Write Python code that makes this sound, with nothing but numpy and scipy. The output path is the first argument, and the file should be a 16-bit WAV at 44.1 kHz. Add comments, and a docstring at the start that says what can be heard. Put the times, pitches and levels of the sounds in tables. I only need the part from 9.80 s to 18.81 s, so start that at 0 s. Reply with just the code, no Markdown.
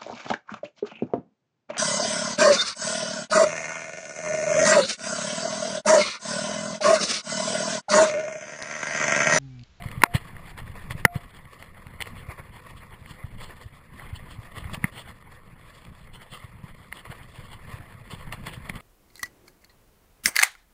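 """Low jolts and hard plastic knocks come first, over tyre rumble and a dry rubbing: a bumpy dirt trail by bike.
The microphone sits in a camera in a closed plastic housing, strapped to the rider's chest. Little comes
through the air: rumble and jolts (noise, short swings) arrive through the body; strap and knocks ring the
housing modes. A thin tone sounds three times. The sound chip samples slowly and mirrors all this in the treble."""
import sys
import numpy as np
from scipy import signal
from scipy.fft import rfft, irfft
from scipy.io import wavfile

SR = 44100
rng = np.random.default_rng(int(sys.argv[2]) if len(sys.argv) > 2 else 0)


def materialize(psi):
    """Save the field psi as 16-bit PCM at rate SR to the path in sys.argv[1].

    A 1-D psi becomes a single channel; in a 2-D psi each row is a channel.
    """
    bounded = np.clip(np.atleast_2d(psi).T, -1, 1)
    quanta = np.round(bounded * 32767).astype(np.int16)
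    wavfile.write(sys.argv[1], SR, quanta)


N = 397341

# Low jolts from roots and stones, felt through the chest.
# Each row: peak time in seconds, envelope peak in dB before gain control, pitch in Hz.
JOLT_EVENTS = [(0.06, -22, 114), (0.178, -23.5, 112), (0.2402, -26, 156), (0.351, -7.5, 122),
               (0.655, -38, 136), (0.822, -35.5, 100), (0.898, -32.5, 92), (1.108, -26, 117),
               (1.152, -25, 130), (1.2554, -6, 158), (1.36, -14.5, 131), (2.067, -34.5, 111),
               (2.205, -35, 95), (2.489, -28.5, 86), (2.599, -33, 118), (3.218, -36, 99), (3.311, -32, 140),
               (3.444, -24.5, 101), (3.861, -30, 91), (4.332, -24, 90.6), (4.589, -29.5, 101),
               (4.776, -30.5, 99.5), (4.855, -27, 86), (4.933, -25, 145), (4.977, -29, 162),
               (5.044, -13, 168), (6.527, -36, 147), (6.645, -32, 103), (6.755, -39, 100),
               (6.84, -28.5, 136), (7.301, -31, 114), (7.59, -33, 102), (7.94, -29, 99), (8.003, -35, 106),
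               (8.15, -37, 110), (8.336, -27.5, 142), (8.541, -31, 112), (8.675, -29, 141),
               (8.777, -29, 132), (8.9, -26.5, 154), (8.96, -32.5, 151)]
# The camera knocking in its housing, right at the microphone.
# Each row: start in seconds, peak in dB before gain control, extra level of the dull modes in dB,
# extra level of the bright modes in dB.
KNOCK_EVENTS = [(0.0218, -28.5, -1, 0), (0.0854, -31, -13, -12), (0.1138, -27, -14, -5),
                (0.2188, -14, -1, -9), (0.2355, 17, 12, -10), (0.3392, -26, 8, -9), (0.3545, -13, -2, 2),
                (0.5651, -31.5, -5, -15), (0.777, -29.5, -2, -3), (1.1074, -21.5, -1.5, -5.5),
                (1.2505, 16, -2, -28), (1.278, -27, -9, -25), (1.654, -41, -14, -20),
                (1.8244, -27.5, -7, -6), (2.068, -33.5, 0, -5), (2.2046, -23, -1, -4), (2.212, -21, -7, -6),
                (2.2207, -15.5, -11, 2), (2.257, -33, -1, -8), (2.272, -30, -2, -21),
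                (3.259, -32, -9, -16.5), (3.436, -36, 16, -20), (4.1956, -32, 1, -24),
                (4.8414, -30.5, 5, -12), (4.896, -30.5, 18, -9), (4.9442, -24, -12, -8),
                (5.0411, -8.5, -13, -44), (7.1252, -21, -12, -15), (7.253, -35, 6, -11.5),
                (8.5242, -19.5, -7, -2.5), (8.668, -24, -13, -8), (8.735, -29, -8, -7),
                (8.896, -18, 2, 0.5)]
# Resonances of the plastic housing around the microphone.
# Each row: pitch in Hz, width in Hz before any contact damping, relative level in dB when rubbed,
# relative level in dB when knocked.
HOUSING_MODES = [(330, 94, -11, -7.5), (490.6, 87, -5, 7.5), (653, 190, -7.5, -7), (938, 277, -5, 17),
                 (1120, 196, -1, 1), (1363, 340, -8.5, 16.5), (1795, 191, -5, 15), (2038, 200, -4, 14),
                 (2340, 444, -10.5, -59), (2880, 360, -7.5, 14), (3415, 294, -8.5, -12.5),
                 (4166, 65, -8, 3.5), (4290, 570, -14, -26), (5400, 860, -26, -39.5), (1395, 26, -21.5, 12)]
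# The strap sliding on the housing at the bigger shakes; the swells at 0.258 s and 1.264 s are instead a brief
# rattle right after the two hardest knocks. Each row: swell peak in seconds, nominal length in ms, rubbing in
# dB, bright scratch in dB before its flicker.
STRAP_SLIDES = [(0.041, 15, -38.5, -48), (0.258, 18.4, -20, -57), (0.355, 37, -29.5, -35),
                (0.683, 32, -42, -47), (0.79, 38, -42.5, -48), (0.878, 18, -43.5, -58),
                (0.971, 71, -44.5, -72), (1.112, 28, -38, -44), (1.192, 69, -44.5, -56),
                (1.264, 25, -36, -58), (1.353, 52, -37, -47), (1.562, 41, -49.5, -52.5),
                (1.744, 30, -56, -56), (1.817, 75, -51, -56.5), (1.975, 62, -51, -68),
                (2.218, 22, -43, -40), (2.272, 22, -41, -49), (2.389, 32, -53, -49.5),
                (2.509, 44, -38, -55), (2.596, 36, -44, -64), (2.764, 76, -49.5, -55.5),
                (2.883, 87, -51, -58), (2.98, 50, -67, -57.5), (3.03, 25, -45.5, -64),
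                (3.128, 48, -45.5, -61.5), (3.29, 96, -47.5, -52.5), (3.403, 60, -47.5, -75),
                (3.625, 78, -45.5, -47.5), (3.709, 54, -46, -63), (3.817, 127, -51, -55.5),
                (3.954, 55, -51.5, -61), (4.217, 113, -46, -55.5), (4.359, 34, -60, -49.5),
                (4.519, 50, -47, -48.5), (4.658, 32, -44.5, -56.5), (4.77, 46, -40.5, -43),
                (4.942, 26.5, -38.5, -38.5), (5.05, 39, -35.5, -54), (5.179, 76, -40, -42.5),
                (5.289, 73, -51.5, -59.5), (5.533, 130, -53, -67), (5.911, 360, -54.5, -61.5),
                (6.199, 98, -54.5, -57), (6.352, 57, -58, -55), (6.411, 41, -49, -55),
                (6.539, 63, -45, -45), (6.643, 93, -50, -57), (6.868, 89, -49, -57),
                (7.03, 130, -54.5, -59), (7.171, 67, -47, -50), (7.256, 45, -46.5, -60),
                (7.32, 48, -41, -52.5), (7.432, 19, -58, -50), (7.612, 230, -58, -57),
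                (7.734, 43, -47, -50), (7.918, 106, -45.5, -53), (8.132, 62, -49, -57),
                (8.322, 43, -42, -44), (8.405, 120, -47, -56.5), (8.536, 30, -36.5, -42),
                (8.673, 38, -36, -39.5), (8.737, 34, -45, -43.5), (8.896, 14, -41, -44),
                (8.961, 28, -41.5, -45.5)]
# How rough the trail is, as felt at the chest.
# Each row: time in seconds, rumble level in dB, steady strap drag in dB.
TRAIL_ROUGHNESS = [(0.0, -43, -49.5), (0.12, -41.5, -46.5), (0.65, -45, -50), (1.18, -42.5, -51),
                   (1.53, -48, -53.5), (1.88, -48.5, -55.5), (2.33, -43, -49), (2.63, -47.5, -53),
                   (3.71, -46.5, -55.5), (3.89, -51.5, -59.5), (4.12, -49.5, -54), (4.29, -41, -50.5),
                   (4.64, -47, -51), (4.92, -39.5, -46.5), (5.07, -45, -52.5), (5.4, -47.5, -56),
                   (6.35, -50.5, -56.5), (6.67, -47, -56), (7.33, -48, -53.5), (9.01, -40.5, -49)]
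# Colour of the tyre rumble after its way through frame and body.
# Each row: frequency in Hz, relative spectrum level in dB.
RUMBLE_COLOUR = [(8.8, -21.5), (15, 6), (23, -2), (43, -6.5), (122, -4.5), (193, -10), (255, -17),
                 (322, -23.5), (500, -32), (650, -46), (1100, -120)]
# A thin steady tone. Each row: start in seconds, start of the fade in seconds, rms level in dB.
TONE_SPANS = [(0.0, 0.011, -46.5), (0.232, 0.318, -46.5), (1.254, 1.337, -44)]

JOLT_RISE_CYCLES, JOLT_FALL_CYCLES = 0.28, 0.98   # to 1/e of the envelope peak
DULL_TOP_HZ, BRIGHT_FROM_HZ = 1600, 2600
BUZZ_HZ = 1990   # the wall slaps back at the camera this often while they touch
CONTACT_MS = 2.8   # how long camera and wall touch
PRESS_MS = 1.35   # contact pressure builds at 1 per this time, from 0.36 up to 1
SCRATCH_DB = -11   # the bright part of the steady drag, relative to its rubbing
MODE_FLICKER_DB, MODE_FLICKER_HZ = 1.6, 14.3   # the drag favours now one mode, now another
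TONE_HZ, TONE_FADE_S = 700, 0.041
SAMPLING_HZ = 12000
STOPBAND_HZ = 16328   # the output is 80 dB down from here


def from_db(db):
    """Decibels to gain."""
    return 10 ** (np.asarray(db) / 20)


def rms_one(x):
    """Scale to rms 1."""
    return x / np.sqrt(np.mean(x ** 2) + 1e-20)


def drift(corner_hz):
    """Slow chance of spread 1: noise through a double one-pole low-pass."""
    r = np.exp(-2 * np.pi * corner_hz / SR)
    noise = rng.standard_normal(N + SR)
    settled = signal.lfilter([1], [1, -2 * r, r * r], noise)[SR:]
    return rms_one(settled)


def resonance(x, hz, width_hz):
    """Two-pole band-pass, gain 1 on top."""
    r = np.exp(-np.pi * width_hz / SR)
    zeros = (1 - r * r) / 2 * np.array([1, 0, -1])
    poles = [1, -2 * r * np.cos(2 * np.pi * hz / SR), r * r]
    return signal.lfilter(zeros, poles, x)


def add(out, start_s, sound):
    """Mix a short sound in at start_s seconds, cut off at the ends of the scene."""
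    i = round(start_s * SR)
    out[max(i, 0):i + len(sound)] += sound[max(-i, 0):N - i]


def jolts():
    """Each jolt is a cycle or two of the chest and mount swinging: a quick rise, a slower fall."""
    out = np.zeros(N)
    t = np.arange(-SR // 40, SR // 10) / SR
    cycles = np.where(t < 0, JOLT_RISE_CYCLES, JOLT_FALL_CYCLES)
    phases = rng.uniform(0, 2 * np.pi, (len(JOLT_EVENTS), 1))
    for (peak_s, peak_db, hz), phase in zip(JOLT_EVENTS, phases):
        envelope = np.exp(-(hz * t / cycles) ** 2)
        swing = np.sin(2 * np.pi * hz * t + phase)
        add(out, peak_s + t[0], from_db(peak_db) * envelope * swing)
    return out


def knocks():
    """A knock is a brief buzz of contacts and a faint after-rattle; it strikes every mode with its own strength."""
    out = np.zeros(N)
    t = np.arange(SR // 16) / SR
    ms = 1000 * t
    touching = np.clip(np.minimum(CONTACT_MS - ms, 0.36 + ms / PRESS_MS), 0, 1)
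    slap_times = np.diff(np.floor(BUZZ_HZ * t), prepend=-1)
    soften = signal.butter(4, BRIGHT_FROM_HZ, fs=SR, output="sos")
    mode_chance = rng.standard_normal((len(KNOCK_EVENTS), len(HOUSING_MODES)))
    for (start_s, peak_db, dull_db, bright_db), strengths in zip(KNOCK_EVENTS, mode_chance):
        grit = rng.standard_normal(len(t))
        slaps = slap_times * touching * (1 + 0.1 * grit)
        rattle = from_db(-26.5) * np.exp(-t / 0.0043) * grit
        blunt = signal.sosfilt(soften, slaps + 0.2 * touching * grit + rattle)   # what the low modes feel
        sharp = 0.51 * touching * grit + slaps
        sound = 0
        for (hz, width_hz, _, knocked_db), strength in zip(HOUSING_MODES, strengths):
            group_db = dull_db if hz < DULL_TOP_HZ else bright_db if hz > BRIGHT_FROM_HZ else 0
            blow = sharp if hz > BRIGHT_FROM_HZ else blunt
            # the touching camera damps the high modes most
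            damped_hz = width_hz * (1.1 + (hz / 6500.0) ** 2)
            mode_gain = from_db(knocked_db + group_db + 0.7 * strength)
            sound = sound + mode_gain * resonance(blow, hz, damped_hz)
        add(out, start_s, from_db(peak_db) * sound / np.abs(sound).max())
    return out


def strap(rub_db, scratch_db, slips_per_s, spread_db, patchy_db):
    """Webbing drags on plastic: smooth friction plus small uneven slips, heard through the housing modes."""
    slip_db = spread_db * np.minimum(rng.exponential(1, N), 4)
    slip_sizes = from_db(slip_db) * rng.choice([-1, 1], N)
    slip_chance = slips_per_s * from_db(5 * drift(15)) / SR   # slips come now denser, now sparser
    slips = rms_one(slip_sizes * (rng.random(N) < slip_chance))
    friction = (0.43 * slips + rng.standard_normal(N)) * from_db(patchy_db * drift(33))
    rub, scratch = 0, 0
    for k, (hz, width_hz, rubbed_db, _) in enumerate(HOUSING_MODES):
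        flicker_db = MODE_FLICKER_DB * drift(MODE_FLICKER_HZ)
        sign = (-1) ** k   # neighbours in the table ring in opposite sense
        mode = sign * from_db(rubbed_db + flicker_db) * resonance(friction, hz, width_hz)
        if hz < BRIGHT_FROM_HZ:
            rub = rub + mode
        else:
            scratch = scratch + mode
    rub_slide, scratch_slide = slides()
    rub_gain = np.hypot(from_db(rub_db), rub_slide)   # steady drag and slides add in power
    scratch_gain = np.hypot(from_db(scratch_db), scratch_slide)
    scratch_gain = scratch_gain * from_db(patchy_db * drift(30))   # the bright part flickers on its own
    return rub_gain * rms_one(rub) + scratch_gain * rms_one(scratch)


def slides():
    """Gain of rubbing and of scratch in time: one swell per row (mostly strap slides), rising faster than it
    falls."""
    out = np.zeros((2, N))
    t = np.arange(-SR // 8, SR // 6) / SR
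    side = np.where(t < 0, .4, .55)   # share of the length on either side of the peak, to 1/e
    for peak_s, length_ms, rub_db, scratch_db in STRAP_SLIDES:
        swell = np.exp(-np.abs(1000 * t / (length_ms * side)) ** 1.6)
        add(out[0], peak_s + t[0], from_db(rub_db) * swell)
        add(out[1], peak_s + t[0], from_db(scratch_db) * swell)
    return out


def rumble(level_db, lumpy_db):
    """Tyres on dirt, felt through frame and body: lumpy low noise."""
    hz = np.maximum(np.arange(N // 2 + 1) * SR / N, 1)
    colour_hz, colour_db = np.transpose(RUMBLE_COLOUR)
    colour = from_db(np.interp(np.log(hz), np.log(colour_hz), colour_db))
    noise = irfft(rfft(rng.standard_normal(N)) * colour, N)
    lumpy = noise * from_db(lumpy_db * drift(12))
    return from_db(level_db) * rms_one(lumpy)


def tone():
    """A thin sine that starts at once, holds its level, then fades quickly."""
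    t = np.arange(N) / SR
    level = np.zeros(N)
    for start_s, fade_s, rms_db in TONE_SPANS:
        fade = np.exp(-np.maximum(t - fade_s, 0) / TONE_FADE_S)
        level += from_db(rms_db) * (t >= start_s) * fade
    return np.sqrt(2) * level * np.sin(2 * np.pi * TONE_HZ * t)


def scene():
    """Body-borne and housing sounds add up at the single microphone inside the housing."""
    row_s, *columns = np.transpose(TRAIL_ROUGHNESS)
    t = np.arange(N) / SR
    rumble_db, rub_db = [np.interp(t, row_s, column) for column in columns]
    body = jolts() + rumble(rumble_db, lumpy_db=3.0)
    drag = strap(rub_db, rub_db + SCRATCH_DB, slips_per_s=270.0, spread_db=5.0, patchy_db=2.0)
    housing = knocks() + drag
    return (body + housing)[None]


def gain_control(x, threshold_db, share, attack_s, release_db_per_s):
    """Loud peaks pull the gain down within milliseconds; it creeps back at a steady rate."""
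    over_db = np.maximum(20 * np.log10(np.abs(x) + 1e-9) - threshold_db, 0)
    # a running maximum on a rising ramp makes each peak fall back at the release rate
    ramp = release_db_per_s * np.arange(N) / SR
    held_db = np.maximum.accumulate(over_db + ramp, axis=1) - ramp
    r = np.exp(-1 / (attack_s * SR))
    smooth_db = signal.lfilter([(1 - r) ** 2], [1, -2 * r, r * r], held_db)
    return x * from_db(-share * smooth_db)


def record(dry):
    """Gain control, overload, then slow samples each held until the next: mirror images around the sampling rate."""
    x = gain_control(dry, threshold_db=-10.5, share=0.64, attack_s=0.0034, release_db_per_s=223.5)
    x = x + tone()
    x = .84 * np.tanh(x / .84)   # soft overload
    x = signal.sosfilt(signal.butter(6, SAMPLING_HZ * 0.46, fs=SR, output="sos"), x)
    mirrored = x * (1 + 2 * np.cos(2 * np.pi * SAMPLING_HZ * np.arange(N) / SR))
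    hz = np.arange(N // 2 + 1) * SR / N
    held = irfft(rfft(mirrored) * np.sinc(hz / SAMPLING_HZ), N)   # holding dulls the treble
    return signal.sosfilt(signal.cheby2(14, 80, STOPBAND_HZ, fs=SR, output="sos"), held)


dry = scene()
out = record(dry)
materialize(out)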